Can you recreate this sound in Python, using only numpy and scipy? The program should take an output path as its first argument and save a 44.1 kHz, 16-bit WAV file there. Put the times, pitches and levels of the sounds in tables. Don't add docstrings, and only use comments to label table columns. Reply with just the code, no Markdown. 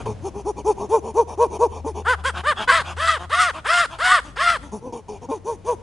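import sys
import numpy as np
from scipy import signal
from scipy.fft import rfft, irfft
from scipy.io import wavfile
from scipy.ndimage import uniform_filter1d

SR = 44100
rng = np.random.default_rng(int(sys.argv[2]) if len(sys.argv) > 2 else 0)


def materialize(psi):
    bounded = np.clip(np.atleast_2d(psi).T, -1, 1)
    quanta = np.round(bounded * 32767).astype(np.int16)
    wavfile.write(sys.argv[1], SR, quanta)


def volts_from_db(level):
    exponent = np.asarray(level, float) / 20
    return 10 ** exponent


N = 256662


def at(table, hz):
    f, db = np.transpose(table)
    return np.interp(np.log(np.maximum(hz, 1)), np.log(f), db)


def unit(x):
    return x / np.sqrt(np.mean(x ** 2))


def colour(x, table, tilt_db=0.):
    hz = np.linspace(0, SR / 2, num=2049)
    gain_db = at(table, hz) + tilt_db * np.log2(np.maximum(hz, 100) / 1000)
    ceps = irfft(gain_db * np.log(10) / 20)
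    ceps[1:2048] *= 2
    ceps[2049:] = 0
    response = irfft(np.exp(rfft(ceps)))
    return signal.fftconvolve(x, response)[:N]


def walk(rate):
    k = max(int(SR / rate), 1)
    return unit(uniform_filter1d(uniform_filter1d(rng.standard_normal(N), k), k))


# frequency in Hz, level in dB per Hz.
YARD_SPECTRUM = [(15, -64.5), (25, -1), (145, -11.5), (456, -25), (518, -20.5), (1470, -37), (2580, -40),
                 (4290, -46), (5530, -46.5), (11000, -54.5), (14300, -102), (22000, -120)]


def yard():
    mid = unit(colour(rng.standard_normal(N), YARD_SPECTRUM))
    side = unit(colour(rng.standard_normal(N), YARD_SPECTRUM))
    swell_db = 9. * np.exp(-np.arange(N) / SR / .5) + 1.8 * walk(4)
    return volts_from_db(-45 + swell_db) * (mid + 0.38 * side * np.array([[1], [-1]]))


# time in seconds, pitch in Hz, level in dB.
HUM_PATH = [(0.0, 113, -42), (0.08, 115.6, -33), (0.139, 107.9, -36), (0.34, 62.6, -38.5), (0.55, 61, -41),
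            (0.84, 64.26, -44), (0.94, 78.7, -41.5), (2.38, 77.52, -32.5), (2.59, 78.46, -47.5),
            (2.98, 81.5, -34), (3.53, 81.8, -44.5), (3.69, 54.63, -49.5), (4.41, 54.34, -42),
            (4.59, 56.93, -42.5), (4.88, 88.66, -54), (5.72, 93.4, -46.5), (5.82, 91.9, -53)]


def hum():
    s, hz, db = np.transpose(HUM_PATH)
    t = np.arange(N) / SR
    wavering_hz = np.interp(t, s, hz) * (1 + 0.0258 * walk(11.1))
    phase = 2 * np.pi * np.cumsum(wavering_hz) / SR
    level_db = np.interp(t, s, db) + 1.1 * walk(42)
    return np.sqrt(2) * volts_from_db(level_db) * np.sin(phase)


def turbulence(patchy_db):
    spec = signal.stft(rng.standard_normal(N), nperseg=512)[2]
    patches = uniform_filter1d(rng.standard_normal(spec.shape), size=4, axis=0)
    patches = uniform_filter1d(patches, size=9, axis=1)
    return signal.istft(spec * volts_from_db(patchy_db * unit(patches)), nperseg=512)[1][:N]


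def top_rms(x):
    band = signal.butter(4, (4500, 10500), "bandpass", fs=SR, output="sos")
    return np.std(signal.sosfilt(band, x))


# frequency in Hz, gain in dB.
ROUND_LIPS = [(150, -8.5), (430, 7), (640, -1), (950, 10.5), (1130, -2.5), (1300, -11.5), (1900, -38.5),
              (2400, -11), (2800, -25), (3400, -23), (4450, -20.5), (6100, -12.5), (7900, -25),
              (9300, -22.5)]
# centre in Hz, width in Hz.
SIDE_POCKETS = [(1750, 700), (3980, 350), (3980, 350), (4980, 350), (4980, 350), (7850, 600), (7850, 500),
                (10900, 900)]


def throat(x, mouth, wide_table, norm, tilt_db=0.):
    shut = colour(x, ROUND_LIPS, tilt_db)
    wide = colour(x, wide_table, tilt_db)
    for hz, width in SIDE_POCKETS:
        shut = signal.lfilter(*signal.iirnotch(hz, hz / width, fs=SR), shut)
    return np.sqrt(1 - mouth) * shut / norm(shut) + np.sqrt(mouth) * wide / norm(wide)


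# frequency in Hz, gain in dB.
GASPING_THROAT = [(200, -23), (450, -11.5), (720, 2), (1100, 7), (1500, 2.5), (2050, -10.5), (2800, -2),
                  (3300, -2.5), (4000, -12.5), (11000, -24.5)]
# start in seconds, end in seconds, rasp rate in Hz, rasp in dB, breath in dB.
HOARSE_PANTS = [(0.333, 0.428, 210.1, -30.5, -50), (0.555, 0.625, 206, -30.5, -50),
                (0.761, 0.874, 207.1, -30.5, -47.5), (1.02, 1.125, 224.4, -31, -49),
                (1.268, 1.358, 218.3, -45, -46.5), (1.495, 1.582, 207.4, -34.5, -46),
                (1.688, 1.817, 215.6, -42.5, -52), (1.938, 2.029, 206, -30.5, -49),
                (2.169, 2.222, 208.3, -39.5, -63.5), (2.333, 2.422, 184.5, -32.5, -46.5),
                (2.556, 2.658, 212.9, -33.5, -44), (2.834, 2.947, 178.3, -35.5, -49),
                (3.185, 3.265, 185.9, -33, -54), (3.527, 3.61, 322.3, -39.5, -51.5),
                (3.89, 3.981, 330.3, -43, -54), (4.807, 4.919, 251.7, -32.5, -59),
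                (5.208, 5.269, 240, -36, -54.5), (5.775, 5.85, 242, -41, -69)]
# start in seconds, end in seconds, rasp rate in Hz, rasp in dB, breath in dB.
DYING_GRUNTS = [
    (0, 0.035, 226.2, -31, -48.5),
    (0.056, 0.14, 224, -26.5, -45),
    (4.924, 5.014, 237.4, -31.5, -49.5),
    (5.082, 5.191, 212.7, -34, -50.5),
]


def pants(mouth):
    t = np.arange(N) / SR
    hz, rasp, breath = np.full(N, 200.), np.zeros(N), np.zeros(N)
    breaths = [(*row, 0.55) for row in HOARSE_PANTS] + [(*row, 0.241) for row in DYING_GRUNTS]
    for start, end, rate_hz, rasp_db, breath_db, top in breaths:
        on = (t >= start) & (t < end)
        u = (t[on] - start) / (end - start)
        swell = np.sin(np.pi * u ** (np.log(.5) / np.log(top)))
        hz[on] = rate_hz * (.86 + 0.15 * swell)
        rasp[on] = volts_from_db(rasp_db) * swell ** 0.78
        breath[on] = volts_from_db(breath_db) * swell ** 0.84
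    slap = np.floor(np.cumsum(2 * hz * (1 + .026 * walk(70))) / SR)
    weak_db = -(slap % 2) * (6.85 + 8.5 * mouth)
    uneven_db = (1.7 + .3 * mouth) * rng.standard_normal(N)[slap.astype(int)]
    size_db = weak_db + uneven_db + 1.7 * walk(45)
    clicks = np.diff(slap, prepend=0) * volts_from_db(size_db)
    slaps = np.diff(clicks, prepend=0)
    air = turbulence(patchy_db=3.5) * volts_from_db(1.5 * walk(40))
    raspy = rasp * throat(slaps, mouth, GASPING_THROAT, np.std, tilt_db=-15.5)
    return raspy + breath * throat(air, mouth, GASPING_THROAT, top_rms, tilt_db=0.0)


# start in seconds, length in seconds, top pitch in Hz, voice in dB,
# effort peak as a share of the length. Hoots come through rounded lips.
HOOT_CALLS = [(.21, 0.094, 395.8, -24, 0.63), (.44, 0.086, 428.4, -18.5, .58), (.64, 0.1, 438.6, -14, 0.49),
              (.885, 0.12, 458.4, -13.5, 0.5), (1.135, 0.11, 470.6, -13.5, 0.56),
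              (1.37, 0.11, 478.7, -13.5, 0.49), (1.585, 0.097, 483, -12.5, 0.5),
              (1.84, 0.09, 453.6, -22.5, .45), (4.22, 0.1155, 300.8, -43, 0.405),
              (4.6, .11, 289.6, -44.5, .42), (4.71, .095, 217.4, -29.5, 0.42),
              (5.283, .112, 453.8, -25, 0.36), (5.44, 0.13, 473.7, -24, 0.46),
              (5.64, 0.12, 490.7, -18, 0.49)]
WHOOP_CALLS = [
    (2.043, 0.12, 514.7, -14.5, 0.55),
    (2.232, .088, 536.7, -22.5, 0.49),
    (2.43, .114, 606.4, -18, 0.55),
]
SCREAM_CALLS = [
    (2.671, .162, 660, -19.5, 0.39),
    (2.96, 0.23, 669.4, -21.5, 0.52),
    (3.29, .232, 718, -19.5, 0.53),
    (3.64, 0.23, 703.3, -17, 0.58),
    (3.98, .232, 739.5, -18.5, .52),
    (4.355, .228, 698.5, -19.5, .56),
]
# start in seconds, end in seconds, pitch in Hz, voice in dB.
REGISTER_CRACKS = [
    (1.84, 1.864, 280, -26.5),
    (2.665, 2.718, 500, -18.5),
    (5.28, 5.314, 274.1, -28),
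]
# time in seconds, top pitch in Hz, level in dB over the voice,
# half length in seconds, added breath in dB.
FOLD_SURGES = [(2.699, 1120, 9.5, 0.014, 5.5), (2.76, 1100, -4.5, 0.08, 3.5), (3.0, 1120, -5.5, 0.023, 1.5),
               (3.095, 1270, 8, 0.025, 5), (3.345, 1195, 2.5, .02, 5.5), (3.415, 1300, 4, 0.041, 1),
               (3.69, 1150, -6.5, 0.029, 5), (3.81, 1230, -8.5, 0.023, -0.5), (4.13, 1250, 1, 0.061, 4),
               (4.405, 1090, 2, 0.037, 2), (4.488, 1388, 0, 0.031, 1.5)]
HOOT_PITCH, WHOOP_PITCH, SCREAM_PITCH = (.55, .48, 2.4), (.58, .45, 2.2), (.42, .36, 4.1)
# voice fall in dB, flatness, breath in dB, breath dB per voice dB, breath fall in dB.
HOOT_LEVEL, WHOOP_LEVEL = (26.5, 2.04, -43.5, .5, 16.5), (25.5, 3, -38.5, -0.4, 19.5)
SCREAM_LEVEL = (23, 5.5, -33.5, 1.17, 15.5)


def calls(mouth):
    attack_s, release_s = 0.0075, 0.011
    sag_hz_per_s, floor_hz, rest_db = 4600, 980, -15.5
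    t = np.arange(N) / SR
    gate, hz = np.zeros(N), np.full(N, 250.)
    voice_db, breath_db = np.full(N, -60.), np.full(N, -70.)
    screaming = np.zeros(N, bool)
    kinds = [(HOOT_CALLS, HOOT_PITCH, HOOT_LEVEL, False),
             (WHOOP_CALLS, WHOOP_PITCH, WHOOP_LEVEL, False),
             (SCREAM_CALLS, SCREAM_PITCH, SCREAM_LEVEL, True)]
    for table, (first, last, flat), (fall_db, flat_level, air_db, air_share, air_fall_db), is_scream in kinds:
        for start, length, top_hz, top_db, top in table:
            on = (t >= start) & (t < start + length)
            u = (t[on] - start) / length
            bend = np.log(.5) / np.log(np.clip(top, .1, .9))
            slack = np.abs(2 * u ** bend - 1)
            hz[on] = top_hz * (1 - (1 - np.where(u < top, first, last)) * slack ** flat)
            voice_db[on] = top_db - fall_db * slack ** flat_level
            breath_db[on] = air_db + air_share * (top_db + 19) - air_fall_db * slack ** 2
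            ramps = np.minimum(u * length / attack_s, (1 - u) * length / release_s)
            gate[on] = np.minimum(ramps, 1) ** 2
            screaming[on] = is_scream
    for start, end, low_hz, low_db in REGISTER_CRACKS:
        on = (t >= start) & (t < end)
        hz[on], voice_db[on] = low_hz, low_db
    hz = hz * (1 + .008 * walk(35))
    voice_db = voice_db + 1.3 * walk(45)

    coarse = t[::50]
    s, top_hz, over_db, half, air_db = (c[:, None] for c in np.transpose(FOLD_SURGES))
    near = np.exp(-np.abs((coarse - s) / half) ** 3)
    climb_hz = np.max(top_hz - sag_hz_per_s * np.abs(coarse - s), axis=0)
    free_hz = np.maximum(np.interp(t, coarse, climb_hz), floor_hz)
    free_db = rest_db + np.interp(t, coarse, np.max((over_db - rest_db) * near, axis=0))
    second_hz = np.where(screaming, free_hz, 1.32 * hz)
    second_db = np.where(screaming, free_db, -12 - 16 * mouth)
    breath_db = breath_db + np.interp(t, coarse, np.sum(air_db * near, axis=0))
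    return gate, [uniform_filter1d(c, size=200) for c in (hz, voice_db, second_hz, second_db, breath_db)]


# frequency in Hz, gain in dB.
WIDE_OPEN = [(200, -65.5), (450, -17), (700, -14), (1150, -4.5), (1400, -1), (2050, -7.5), (2400, -17),
             (3200, -11.5), (4300, -21.5), (4900, -20.5), (6600, -32), (8500, -26.5), (9200, -31.5),
             (11000, -36.5)]


def partials(hz, phase, mouth, tilt_db):
    top_hz, width_hz, top_db = 1400, 440, 18
    bump = np.exp(-((hz - top_hz) / width_hz) ** 2) - (hz > top_hz + width_hz)
    half_db = top_db * np.sin(np.pi * mouth) * bump
    lips_db = -11 * (1 - mouth) ** 2 * (hz > 2000)
    throat_db = (1 - mouth) * at(ROUND_LIPS, hz) + mouth * at(WIDE_OPEN, hz)
    gain = volts_from_db(lips_db + half_db + throat_db + tilt_db * np.log2(hz / 1000))
    return np.sqrt(2) * np.sum(gain * np.sin(phase), axis=0) / np.sqrt(np.sum(gain ** 2, axis=0))


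def hoots(mouth):
    gate, (hz, voice_db, second_hz, second_db, breath_db) = calls(mouth)
    k = np.arange(1, 9)[:, None]
    phase = 2 * np.pi * np.cumsum(hz * (1 + .0018 * walk(90))) / SR
    second = 2 * np.pi * np.cumsum(second_hz * (1 + .015 * walk(60))) / SR
    softness_db = .6 * np.minimum(voice_db + 25, 0)
    tilt_db = softness_db - 7.5 + 5 * mouth ** 4
    shimmer_db = (1.3 + 2.2 * np.sin(np.pi * mouth)) * walk(200)
    tone = partials(k * hz, k * phase + .8 * k, mouth, tilt_db) * volts_from_db(shimmer_db)
    side = partials(second_hz + (k - 1) * hz, second + (k - 1) * phase, mouth, tilt_db=2 - 8 * mouth)
    side = side * volts_from_db(second_db + 2.5 * walk(70))
    puffs = turbulence(patchy_db=3.5) * (1 + .5 * np.cos(phase)) * volts_from_db(1.5 * walk(50))
    breath = volts_from_db(breath_db) * throat(puffs, mouth, WIDE_OPEN, top_rms, tilt_db=4.0)
    return gate * (volts_from_db(voice_db) * (tone + side) + breath)


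# time in seconds, mouth opening from 0 to 1.
MOUTH_OPENING = [(0, 0.56), (.07, 0), (0.202, 0), (2.019, 0.01), (2.045, 0.93), (2.601, 0.97), (2.68, 0.98),
                 (4.21, 0.99), (4.239, 0.51), (4.33, 0.44), (4.36, 1), (4.59, 0.98), (4.62, 0.53),
                 (4.71, 0), (5.82, 0.02)]


def scene():
    s, opening = np.transpose(MOUTH_OPENING)
    t = np.arange(N) / SR
    mouth = np.clip(np.interp(t, s, opening), 0, 1)
    ape = hoots(mouth) + pants(mouth)
    lag = np.arange(SR // 2) / SR
    decay = volts_from_db(-41.5 - 60 * lag / 0.043) + volts_from_db(-56.0 - 60 * lag / 0.61)
    tails = rng.standard_normal((2, len(lag))) * decay
    tails = tails + volts_from_db(2.5) * np.diff(tails, prepend=0)
    echo = np.array([signal.fftconvolve(ape, tail)[:N] for tail in tails])
    return ape + hum() + echo + yard()


def round_peaks(x):
    knee = .5
    over = np.maximum(np.abs(x) - knee, 0)
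    return x - np.sign(x) * (over - (.9 - knee) * np.tanh(over / (.9 - knee)))


def top_cut(x):
    return signal.sosfilt(signal.butter(12, 11610, fs=SR, output="sos"), x)


# frequency in Hz, left minus right in dB.
LEFT_OVER_RIGHT = [(60, 4), (300, 1.9), (1000, 1.3), (3000, 1), (8000, .2)]


def record(dry):
    left = colour(dry[0], [(hz, db / 2) for hz, db in LEFT_OVER_RIGHT])
    right = colour(dry[1], [(hz, -db / 2) for hz, db in LEFT_OVER_RIGHT])
    rounded = round_peaks(np.array([left, right]))
    cut = signal.sosfilt(signal.ellip(10, .2, 70, 10850, fs=SR, output="sos"), rounded)
    cut = signal.sosfilt(signal.butter(2, 53, "highpass", fs=SR, output="sos"), cut)
    return top_cut(cut)


dry = scene()
out = record(dry)
materialize(out)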